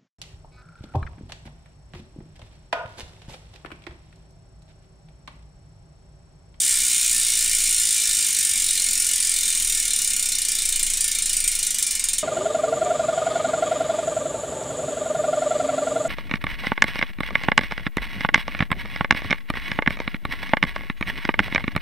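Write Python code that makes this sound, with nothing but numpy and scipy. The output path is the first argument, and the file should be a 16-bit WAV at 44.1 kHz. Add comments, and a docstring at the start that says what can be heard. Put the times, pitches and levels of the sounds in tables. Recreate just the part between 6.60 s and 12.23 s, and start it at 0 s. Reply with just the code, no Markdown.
"""A bicycle rear wheel, held by its axle, coasts close to a stereo pair in a small panelled room.
From the start the pawls snap down at every ratchet tooth, about 65 a second; hub, spokes and hollow
rim ring, and the walls throw each click back. The ticking slows unevenly with the unbalanced rim,
a few clicks standing out, and is still going at the end, over a low room hum."""
import sys
import numpy as np
from scipy import signal
from scipy.fft import rfft, irfft
from scipy.io import wavfile
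from scipy.ndimage import uniform_filter1d

SR = 44100
rng = np.random.default_rng(int(sys.argv[2]) if len(sys.argv) > 2 else 0)


def master(y):
    """Save y as 16-bit WAV."""
    cut = np.clip(np.atleast_2d(y).T, -1, 1)
    pcm = np.round(cut * 32767)  # scale
    wavfile.write(sys.argv[1], SR, pcm.astype(np.int16))


N = 248272


def amp(db):
    return 10 ** (np.asarray(db) / 20)


def unit_rms(x):
    return x / np.sqrt(np.mean(x ** 2) + 1e-20)


def curve_at(points, hz):
    f, value = np.transpose(points)
    return np.interp(np.log(hz + 1), np.log(f + 1), value)


def impulses(at, size):
    return np.bincount(np.clip(np.round(at * SR).astype(int), 0, N - 1).ravel(), size.ravel(), N)


def minimum_phase(points, size=2048):
    """Impulse response of energy 1 with the given spectrum."""
    level_db = curve_at(points, abs(np.fft.fftfreq(size, 1 / SR)))
    log_gain = np.log(amp(np.maximum(level_db, -80)))
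    taps = np.fft.ifft(np.exp(log_gain - 1j * signal.hilbert(log_gain).imag)).real[:size // 2]
    return taps / np.linalg.norm(taps)


# Clicks that stand out, against a usual one: t/s, blow level/dB, hub shell ping level/dB
ACCENTS = [(0.093, 1.9, 2), (0.512, 2, -4), (0.684, 0, 0.8), (0.895, 0.5, -16), (0.948, 2.9, -7),
           (1.197, 2.1, 3), (1.251, 0.5, 3.5), (1.472, 0.5, 3.4), (1.787, 2.5, -3), (1.85, 3.5, -0.3),
           (2.087, 0, 6), (2.109, 2.4, -1), (2.175, 0.0, 8), (2.399, 2.5, -9), (2.693, 2.5, -5),
           (2.716, -0.5, -5), (2.762, 0.2, 5), (2.785, -1, 4.0), (2.831, -0.2, 7.5), (2.878, 1, 8),
           (3.306, 0, 5.6), (3.719, -0.5, 6), (3.883, 2, -3), (3.985, -1, 6), (4.123, 0.1, 7.5),
           (4.229, 3, 2), (4.407, 2.5, -14), (4.442, 2, -4), (4.767, 2.5, 1), (4.878, 4.5, -17),
           (5.225, 3.5, 3.8), (5.438, 1.5, -6), (5.484, 0, 5.5)]
def freehub(teeth=72, start_teeth_per_s=64.3538, drag=16.6185, drag_easing=.000455):
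    """Snap and ring, one click a tooth; drag takes a little off the speed squared at each."""
    step = .05  # teeth
    tooth = np.arange(0, 236, step)
    imbalance = 161.8 * np.cos(2 * np.pi * (tooth - 5.25) / teeth)  # heavy spot lowest at tooth 5.25
    speed = np.sqrt(start_teeth_per_s ** 2 - drag * tooth + drag_easing * tooth ** 2 + imbalance)
    at = (.0003 + np.cumsum(step / speed))[::20]
    at = at[at < N / SR]
    usual_db = -25 - .05 * at
    click_db = usual_db + .54 * rng.standard_normal(len(at))
    accent_s, blow_db, ping_db = np.transpose(ACCENTS)
    accented = abs(at - accent_s[:, None]).argmin(1)
    click_db[accented] = usual_db[accented] + blow_db
    snap = pawl_snap(at, amp(click_db), accented, blow_db)
    ring = wheel_ring(at, amp(click_db), accented, blow_db, amp(usual_db[accented] + ping_db))
    low_cut = signal.butter(4, 1200, "high", fs=SR, output="sos")  # so small a source radiates no bass
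    return signal.sosfilt(low_cut, [snap, ring])


# Colour of the snap, close to the hub: f/Hz, relative level/dB
SNAP_SPECTRUM = [(700, -60.5), (1300, -36), (1900, -21), (2700, -18), (4450, -18.5), (6200, -10.5),
                 (7200, -6), (8200, -4.5), (9200, -6), (9800, -6.5), (10400, -11.5), (10900, -18),
                 (12500, -22), (13800, -14), (15000, -24), (16000, -17)]
def pawl_snap(at, size, accented, blow_db, count=45, split_hz=7000):
    """The pawls land and chatter for a few milliseconds; a harder blow lands more tightly."""
    shape = len(at), count
    delay = .0015 * rng.exponential(1, shape) + .003 * rng.exponential(1, shape)
    delay *= amp(1.8 * rng.standard_normal((len(at), 1)))  # tight or loose landings
    delay[accented] *= amp(-.8 * blow_db)[:, None]
    hits = rng.standard_normal(shape)
    hits *= size[:, None] / np.linalg.norm(hits, axis=1, keepdims=True)
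    landings = np.zeros(N)
    for side, spread in ("high", .7), ("low", 1.5):  # the tips land tightly, the lower chatter drags on
        band = signal.butter(2, split_hz, side, fs=SR, output="sos")
        landings += signal.sosfilt(band, impulses(at[:, None] + spread * delay - .0004, hits))
    return amp(31.5) * signal.oaconvolve(landings, minimum_phase(SNAP_SPECTRUM))[:N]


# Modes of hub, spokes and rim: f/Hz
MODE_HZ = [1060, 1140, 1370, 1440, 1785, 2131, 2169, 2337, 2367, 2580, 2901, 2962, 3130, 3273, 3385, 3640,
           3810, 4024, 4200, 4740, 4940, 5250, 5590, 6050, 6950, 7147, 7359, 7891, 8760, 9352]
# Their damping and strength, in the same order: width/Hz, relative level/dB
MODE_WIDTH_LEVEL = [(24.2, -23.5), (30, -28), (30.7, -22.5), (26.7, -19), (25.4, -15), (14.9, -13.5),
                    (16.3, -10.5), (14.6, -9.5), (14.7, -9.5), (41.7, -22), (19.6, -8.5), (17.9, -13.5),
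                    (59.7, -12), (25, -13), (25, -28), (90, -1), (70, -10), (40, -9), (103, -2),
                    (119, -3.5), (38, -10.5), (149, -3), (104, 0), (90, -8), (150, -0.5), (55, -1.5),
                    (90, -17), (90, -14), (200, 10), (100, 9.5)]
def wheel_ring(at, size, accented, blow_db, shell_ping):
    """Each click rings the wheel's damped modes in another mix."""
    t, out = np.arange(SR // 6) / SR, np.zeros(N)
    for hz, (width, db) in zip(MODE_HZ, MODE_WIDTH_LEVEL):
        drive = size * amp(2.8 * np.clip(rng.standard_normal(len(at)), -2, 2))
        if 3500 < hz < 4300:  # hub shell
            drive[accented] = shell_ping
        if hz > 8000:  # a harder blow rings the top modes more
            drive[accented] = size[accented] * amp(1.2 * blow_db)
        start = at + .004 * rng.random(len(at))  # any landing may set the mode off
        ring = np.sqrt(width / SR) * np.exp(-np.pi * width * t) * np.sin(2 * np.pi * hz * t)
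        ring *= 1 - np.exp(-t / .00024)  # the blow spreads along the spokes
        out += amp(db + 27) * signal.oaconvolve(impulses(start, drive), ring)[:N]
    return out


# Reverberation of the panelled room: f/Hz, T60/s
ROOM_DECAY = [(1000, 0.53), (2600, 0.32), (5000, 0.3), (8500, 0.14), (11500, 0.13), (15000, 0.12)]
def wall_reflections(source, path_sets=9, sets_per_s=7, width=.05):
    """Sparse echoes die band by band, nearly alike at both microphones; paths shift as the wheel turns."""
    turn = np.arange(N) / SR * sets_per_s
    slots = np.arange(130, SR // 2 - 12, 12)
    out = np.zeros((2, N))
    for k in range(path_sets):
        taps = np.zeros((2, SR // 2))
        arrivals = slots + rng.integers(0, 12, (2, len(slots)))
        np.put_along_axis(taps, arrivals, rng.choice([-1., 1.], arrivals.shape), 1)
        hz, t, bands = signal.stft(taps, SR, nperseg=128)
        decay = amp(-60 * t / curve_at(ROOM_DECAY, hz)[:, None])
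        mid, side = signal.istft(bands * decay, SR, nperseg=128)[1]
        tails = np.array([mid + width * side, mid - width * side]) / np.linalg.norm(mid)
        crossfade = np.sin(np.pi / 2 * np.minimum((turn - k) % path_sets, 2))
        out += signal.fftconvolve((source * crossfade)[None], tails, axes=1)[:, :N]
    return out


# Room tone at the microphones: f/Hz, relative level/dB
HUM_SPECTRUM = [(20, -38), (28, -11), (42, -11), (62, -11.5), (140, -25.5), (185, -25.5), (220, -15),
                (250, -24.5), (265, -19.5), (320, -28.5), (490, -27), (800, -30), (1400, -34), (2200, -120)]
def room_hum(likeness=.98, level_db=-48, fade_db_per_s=.31):
    """Low hum and hiss, almost the same left and right, sinking slightly."""
    left, other = rng.standard_normal((2, N))
    pair = np.array([left, likeness * left + np.sqrt(1 - likeness ** 2) * other])
    colour = amp(curve_at(HUM_SPECTRUM, np.fft.rfftfreq(N, 1 / SR)))
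    return amp(level_db - fade_db_per_s * np.arange(N) / SR) * unit_rms(irfft(rfft(pair) * colour, N))


# Swells under the hum: middle t/s, length/s, level/dB
SHUDDER_SWELLS = [(0.184, 0.17, -39.5), (.55, 0.3, -40), (0.99, 0.49, -35.5), (1.52, 0.11, -40),
                  (2.063, 0.22, -38.5), (2.34, 0.25, -38), (2.747, 0.38, -40), (3.095, .3, -37),
                  (3.597, 0.69, -39), (4.21, 0.4, -31), (4.823, 0.58, -34), (5.5, 0.32, -39)]
def shudder():
    """A wandering tone at the lower edge of hearing comes and goes."""
    t = np.arange(N) / SR
    hz = 17 + 2.51 * unit_rms(uniform_filter1d(rng.standard_normal(N), 6000))
    swells = sum(amp(db) * np.exp(-(2 * (t - s) / length) ** 2) for s, length, db in SHUDDER_SWELLS)
    return swells * np.sqrt(2) * np.sin(2 * np.pi * np.cumsum(hz) / SR)


def scene():
    """The wheel centred between the microphones, the room behind it."""
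    snap, ring = freehub()
    return snap + ring + wall_reflections(snap + amp(-1.5) * ring) + room_hum() + shudder()


def record(dry, threshold_db=-19.5, release_db_per_s=120, cutoff_hz=15720):
    """After the microphones, a quick limiter leans on the loudest clicks; then a low-pass."""
    power_db = 10 * np.log10(abs(uniform_filter1d((dry ** 2).mean(0), 90)) + 1e-12)
    release = np.arange(N) * release_db_per_s / SR
    peak_db = np.maximum.accumulate(power_db + release) - release
    over_db = np.maximum(peak_db - threshold_db, 0)
    limited = dry / amp(.35 * uniform_filter1d(over_db, 60))
    low_pass = signal.firwin(511, cutoff_hz, window=("kaiser", 9), fs=SR)
    return signal.oaconvolve(limited, low_pass[None], "same")


dry = scene()
out = record(dry)
master(out)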